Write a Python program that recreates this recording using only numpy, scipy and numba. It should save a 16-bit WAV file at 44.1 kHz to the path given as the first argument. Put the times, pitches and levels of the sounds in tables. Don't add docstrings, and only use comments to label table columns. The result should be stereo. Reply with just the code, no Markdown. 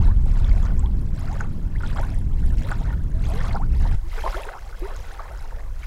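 import sys
import numpy as np
from scipy import signal
from scipy.fft import rfft, irfft
from scipy.io import wavfile
from scipy.ndimage import uniform_filter1d
from numba import njit

SR = 44100
rng = np.random.default_rng(int(sys.argv[2]) if len(sys.argv) > 2 else 0)


def to_wav(s):
    ch = np.atleast_2d(s).T
    pcm = np.round(np.clip(ch, -1, 1) * 32767)
    wavfile.write(sys.argv[1], SR, pcm.astype(np.int16))


N = 258426

CHANGE_S = 3.955
LAG_MS, LAG_SPREAD_MS = 0.052, 0.036
# arrival in seconds, time on the rock in seconds,
# relative gurgle level in dB, relative spray level in dB.
WAVES = [(0.018, 0.013, -43, -54), (.3, .38, -43, -57.5), (.8, 0.036, -53, -68), (1.179, .21, -42, -56.5),
         (1.84, 0.18, -42.5, -54), (2.05, 0.078, -50, -57.5), (2.36, 0.14, -52, -62.5),
         (2.609, 0.1, -41.5, -51.5), (2.8, 0.076, -42.5, -57), (3.255, 0.23, -39, -50.5),
         (3.77, 0.36, -42, -53.5), (4.147, 0.23, -39, -45.5), (4.42, 0.09, -40, -53.5),
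         (4.6, 0.1, -48, -58), (4.8, 0.09, -40, -54.5), (4.96, 0.17, -46, -53.5), (5.16, .13, -42.5, -58.5),
         (5.37, 0.076, -47.5, -57), (5.5, 0.1, -47, -62), (5.82, 0.037, -48.5, -53)]


def undb(db):
    return 10 ** (np.asarray(db) / 20)


def level(x, db=0):
    return x * undb(db) / np.sqrt(np.mean(x.mean(0) ** 2))


def steady(x, seconds):
    power = uniform_filter1d(x.mean(0) ** 2, int(seconds * SR))
    return x / np.sqrt(power + 1e-9 * power.max())


def gain_at(hz, spectrum):
    points, db = np.transpose(spectrum)
    return undb(np.interp(np.log(hz + 1), np.log(points), db))


def by_place(exposed, sheltered):
    share = np.clip((np.arange(N) / SR - CHANGE_S) / .01 + .5, 0, 1)
    share = np.sin(np.pi / 2 * share) ** 2
    return (1 - share) * np.asarray(exposed) + share * np.asarray(sheltered)


def noise(spectrum, coherence, lag_ms=0):
    hz = np.arange(N // 2 + 1) * SR / N
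    common, *own = rfft(rng.standard_normal((3, N)))
    delay = np.array([np.exp(-2j * np.pi * hz * lag_ms / 1000), np.ones(len(hz))])
    mixed = np.sqrt(coherence) * common * delay + np.sqrt(1 - coherence) * np.array(own)
    return level(irfft(mixed * gain_at(hz, spectrum), N))


def distant_rush():
    # frequency in Hz, relative density in dB.
    lake = [(100, -49), (400, -6), (1000, 3), (2000, -17), (4000, -21), (8000, -14.5), (12000, -21),
            (16000, -29)]
    trees = [(100, -16), (400, 6.5), (800, -1), (1500, -0.5), (2500, -18), (6000, -5.5), (12000, -7.5),
             (16000, -14)]
    return by_place(noise(lake, coherence=0.49, lag_ms=LAG_MS) * undb(-60.5),
                    noise(trees, coherence=0.59, lag_ms=LAG_MS) * undb(-59))


def wind(flutter_depth=0.14, lee_hz=62, overload=0.88):
    # frequency in Hz, relative density in dB.
    large_eddies = [(8, -20), (18, 4.5), (30, 1.5), (42, 0.5), (65, -6), (95, -13.5), (140, -30),
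                    (250, -98)]
    small_eddies = [(45, -10), (80, 3), (115, 0.5), (180, -6), (260, -14.5), (400, -24), (700, -39),
                    (1500, -60.5)]
    # time in seconds, rumble level in dB, left minus right in dB.
    open_gusts = [(0, -10.5, 4), (.36, -16.5, 5.5), (.55, -12, 3.5), (.67, -19, 3), (.79, -15, 6.5),
                  (1.2, -24.5, 2), (1.6, -24, 7.5), (1.95, -22, 5.5), (2.25, -20.5, 4), (2.5, -14, 3.5),
                  (2.65, -23.5, 6), (3.1, -21.5, 2), (3.33, -17.5, 2), (3.6, -21, 4), (3.74, -15, 4),
                  (3.94, -16.5, 6.5)]
    cove_gusts = [(3.97, -20.5, -1), (4.1, -24.5, 0.5), (4.28, -24, 1.5), (4.54, -36, -1), (4.83, -29, 7.5),
                  (5.02, -28, 3), (5.17, -34.5, -7.5), (5.4, -29, 6.5), (5.7, -26.5, -2.5), (5.86, -30, 0)]
    t = np.arange(N) / SR
    places = map(np.transpose, (open_gusts, cove_gusts))
    courses = [[np.interp(t, s, db), np.interp(t, s, pan)] for s, db, pan in places]
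    wind_db, pan_db = by_place(*courses)
    gust_db = wind_db + 19.5
    flutter_db = by_place(-28.5 + 0.31 * gust_db, -46.5 + 0.42 * gust_db)
    eddies = noise(large_eddies, coherence=0.085)
    lee = signal.sosfilt(signal.butter(2, lee_hz, fs=SR, output="sos"), eddies)
    rumble = steady(by_place(eddies, lee), seconds=0.1234)
    push = np.abs(rumble.mean(0))
    flutter = steady(noise(small_eddies, coherence=0.85) * (1 + flutter_depth * push), seconds=0.14)
    sides_db = np.array([pan_db, -pan_db]) / 2
    pressure = rumble * undb(wind_db + sides_db) + flutter * undb(flutter_db + 0.63 * sides_db)
    return overload * np.tanh(pressure / overload)


def shore_echo(x, t60=0.11, echo_db=-12):
    t = np.arange(SR // 4) / SR
    common, *own = rng.standard_normal((3, len(t)))
    tail = (common + 0.91 * np.array(own)) * np.exp(-np.log(1000) * t / t60)
    tail /= np.sqrt(np.sum(tail ** 2, axis=1, keepdims=True))
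    return x + undb(echo_db) * signal.fftconvolve(x, tail, axes=1)[:, :N]


@njit
def ring(start, hz, cycles, size, lag, pan, rise):
    out = np.zeros((2, N))
    for k in range(len(start)):
        life = cycles[k] / hz[k]
        for ch in range(2):
            side = .5 - ch
            onset = start[k] + side * lag[k]
            for i in range(max(0, int(onset * SR) + 1), min(N, int((onset + life) * SR))):
                t = i / SR - onset
                swell = (1 - np.exp(-2 * t * hz[k])) ** 2 * np.exp(-5.75 * t / life)
                turns = hz[k] * t * (1 + rise * t / life / 2)
                out[ch, i] += size[k] * (1 + side * pan[k]) * swell * np.sin(2 * np.pi * turns)
    return out


def bubbles(start, hz, cycles, size, rise, scatter=0.88):
    lag_offset, pan_offset = scatter * rng.standard_normal((len(start), 2)).T
    lag_s = (LAG_MS + LAG_SPREAD_MS * lag_offset) / 1000
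    pan = 0.11 + 0.12 * pan_offset
    return ring(start, hz, cycles, size, lag_s, pan, rise)


def swarm(spectrum, count, cycles, spread_db, rise, scatter):
    when, pitch, strength, damping = rng.random((count, 4)).T
    low_hz, high_hz = spectrum[0][0], spectrum[-1][0]
    hz = low_hz * (high_hz / low_hz) ** pitch
    ring_cycles = cycles * 2 ** (2 * damping - 1)
    size = undb(-spread_db * np.log(strength + 0.036)) * gain_at(hz, spectrum) * hz / np.sqrt(ring_cycles)
    return bubbles(when * N / SR, hz, ring_cycles, size, rise, scatter)


def drops(cycles=24.):
    # start in seconds, relative level in dB, pitch in Hz.
    impacts = [(.445, -30, 3460), (0.4938, -37, 4600), (.515, -32, 2140), (.629, -32.5, 6740),
               (.7943, -28.5, 7600), (.8594, -35.5, 3320), (1.409, -29, 6600), (1.8633, -34, 3400),
               (1.9734, -30.5, 3230), (2.715, -31, 7500), (3.5313, -29.5, 4300), (3.553, -34, 4900),
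               (4.4342, -27, 2600), (4.9638, -22.5, 6340)]
    start, db, hz = np.array(impacts, float).T.copy()
    return bubbles(start, hz, np.full(len(start), cycles), undb(db + 5), rise=0.032, scatter=0.83)


def surge(levels_db, rise_db_per_s, build_db, fall_db_per_s, rest_db, delay_s=0):
    t = np.arange(N) / SR
    power = undb(rest_db) ** 2
    for (start, length, *_), db in zip(WAVES, levels_db):
        age = t - start - delay_s
        approach = rise_db_per_s * np.maximum(-age, 0)
        approach += 6 * (age < -0.04)
        climb = build_db * np.clip(1 - age / length, 0, 1)
        drain = fall_db_per_s * np.maximum(age - length, 0)
        same_place = (t < CHANGE_S) == (start < CHANGE_S)
        power = power + undb(db - approach - climb - drain) ** 2 * same_place
    return 10 * np.log10(uniform_filter1d(power, SR // 100))


def spray():
    # frequency in Hz, relative density in dB.
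    fizz_spectrum = [(1700, -2.5), (2600, -1.5), (4000, -5), (6000, -8), (9000, -15), (12000, -30),
                     (15500, -19)]
    tick_spectrum = [(4000, -2.5), (7000, -2.5), (10000, 1), (12500, -12), (15500, -31)]
    foam_spectrum = [(800, -8), (2000, 8.5), (3200, 2), (5000, -2), (8000, -9.5), (12000, -6.5),
                     (16000, -20)]
    *_, levels_db = np.transpose(WAVES)
    spray_db = surge(levels_db, rise_db_per_s=105, build_db=1.3, fall_db_per_s=143, rest_db=-67)
    fizz = swarm(fizz_spectrum, count=14000, cycles=32.4, spread_db=5.5, rise=0.39, scatter=1.0)
    fizz = steady(fizz, seconds=0.14) * undb(by_place(3.2, -0.59))
    ticks = level(swarm(tick_spectrum, count=2000, cycles=8.7, spread_db=6, rise=0.11, scatter=0.5))
    foam = noise(foam_spectrum, coherence=0.24, lag_ms=LAG_MS) * by_place(0, 0.97) * undb(-3)
    return (fizz + foam) * undb(spray_db) + ticks * undb(0.68 * spray_db - 25)


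def gurgle():
    # frequency in Hz, relative density in dB.
    spectrum = [(260, -15.5), (400, -1.5), (650, 2), (1050, -1), (1450, -2.5), (1850, -10), (2400, -14.5)]
    _, _, levels_db, _ = np.transpose(WAVES)
    gurgle_db = surge(levels_db, rise_db_per_s=85, build_db=4.5, fall_db_per_s=161, rest_db=-56.5,
                      delay_s=0.021)
    ringing = swarm(spectrum, count=4600, cycles=30.5, spread_db=4, rise=0.59, scatter=0.68)
    return steady(ringing, seconds=0.14) * undb(gurgle_db + 0.67)


def glugs(attack=0.043, fade=0.5, wobble=0.12, lag_ms=0.029):
    # start and length in seconds, first and last pitch in Hz,
    # relative level in dB.
    pockets = [(.003, 0.039, 712, 1445, -37.5), (.077, 0.053, 870, 1300, -38.5),
               (0.785, 0.032, 965, 1214, -43), (.831, 0.05, 770, 1230, -39),
               (1.292, 0.06, 688, 1024, -37.5), (1.753, 0.017, 1550, 2500, -38.5),
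               (1.978, 0.066, 738, 1113, -33.5), (2.64, .053, 500, 690, -40.5),
               (3.145, .081, 620, 690, -44.5), (3.301, 0.052, 604, 827, -34), (3.33, .086, 403, 547, -36),
               (3.543, 0.039, 638, 1143, -26), (3.596, 0.048, 687, 1590, -32), (4.04, 0.059, 318, 367, -47),
               (4.175, .032, 430, 473, -34.5), (4.238, 0.059, 593, 805, -30.5),
               (4.244, 0.046, 325, 440, -38), (4.345, 0.054, 339, 418, -35), (4.364, 0.0297, 547, 880, -28),
               (4.391, .045, 480, 875, -35), (4.461, 0.094, 382, 1170, -39), (4.545, 0.052, 690, 1790, -36),
               (4.818, 0.058, 329, 450, -30.5)]
    out = np.zeros((2, N))
    t = np.arange(N) / SR - np.array([[lag_ms / 1000], [0]])
    shake = steady(noise([(20, -1), (150, -1), (400, -30), (2000, -100)], coherence=0.63), seconds=0.08)
    for start, length, first_hz, last_hz, db in pockets:
        span = slice(int(start * SR), int((start + length) * SR))
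        progress = np.clip((t[:, span] - start) / length, 0, 1)
        bend = 1 + 0.91 * np.sqrt(last_hz / first_hz)
        turns = length * (first_hz * progress + (last_hz - first_hz) * progress ** bend / bend)
        swell = (1 - np.exp(-progress / attack)) * np.exp(-fade * progress) * np.sqrt(1 - progress ** 2)
        swell *= 1 + wobble * shake[:, span]
        out[:, span] += undb(db + 1.5) * swell * np.sin(2 * np.pi * turns)
    return out


def slaps(count=14, pitch_spread=0.278, cloud_db=-8, cloud_cycles=17, splash_db=-22):
    # start and length in seconds, pocket pitch in Hz, level in dB.
    faces = [(0.074, .0056, 1320, -44), (0.109, 0.0063, 1480, -41), (0.259, 0.0058, 750, -38.5),
             (1.405, .011, 1513, -30), (1.406, .039, 820, -41), (1.805, .0088, 1520, -39.5),
             (1.834, 0.025, 1400, -35.5), (1.962, .011, 1120, -33), (1.984, .0052, 1380, -29),
             (1.992, .011, 703, -30.5), (2.031, .011, 1450, -36.5), (2.704, 0.01, 1050, -35),
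             (2.716, 0.0079, 1435, -25.5), (2.727, 0.025, 1390, -46), (2.806, 0.012, 765, -41),
             (2.926, 0.015, 1400, -41), (3.405, .01, 1780, -36), (3.442, .021, 1120, -35.5),
             (3.488, 0.012, 860, -38), (3.509, 0.0078, 2100, -38), (3.547, .008, 813, -30.5),
             (3.559, .015, 1340, -32.5), (3.853, 0.0177, 910, -34.5), (4.18, 0.011, 1500, -36),
             (4.238, 0.026, 867, -31.5), (4.262, .018, 1025, -24.5), (4.343, 0.012, 1320, -30),
             (4.488, 0.0061, 1480, -30.5), (4.911, 0.0068, 1330, -41), (5.194, .012, 1210, -31),
             (5.517, .012, 883, -42), (5.832, 0.013, 2250, -42)]
    out = np.zeros((2, N))
    main = np.arange(count) == 0
    for onset, length, pocket_hz, db in faces:
        when, pitch, splash_pitch = rng.random(count), rng.standard_normal(count), rng.random(count)
        start = onset + length * when * ~main
        hz = pocket_hz * np.exp((pitch_spread * pitch - .12) * ~main)
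        cycles = np.where(main, 1.8 * length * pocket_hz + 4, cloud_cycles)
        pockets = bubbles(start, hz, cycles, np.where(main, 1, undb(cloud_db)), rise=0.079, scatter=0.2)
        splash_hz = 2500 * 4.5 ** splash_pitch
        splash = bubbles(start, splash_hz, np.full(count, 6.), np.full(count, undb(splash_db)), rise=0.1)
        out += level(pockets + splash, db) * np.sqrt(length * SR / N)
    return out


def scene():
    water = shore_echo(gurgle() + spray() + slaps() + glugs() + drops())
    lean_right = undb([[-0.65], [0.65]])
    return water * lean_right + distant_rush() + wind()


def record(dry, fade_s=0.004, top_hz=15750):
    fade_in = np.sin(np.pi / 2 * np.minimum(np.arange(N) / (fade_s * SR), 1)) ** 2
    return signal.sosfilt(signal.ellip(10, .2, 80, top_hz, fs=SR, output="sos"), dry * fade_in)


dry = scene()
out = record(dry)
to_wav(out)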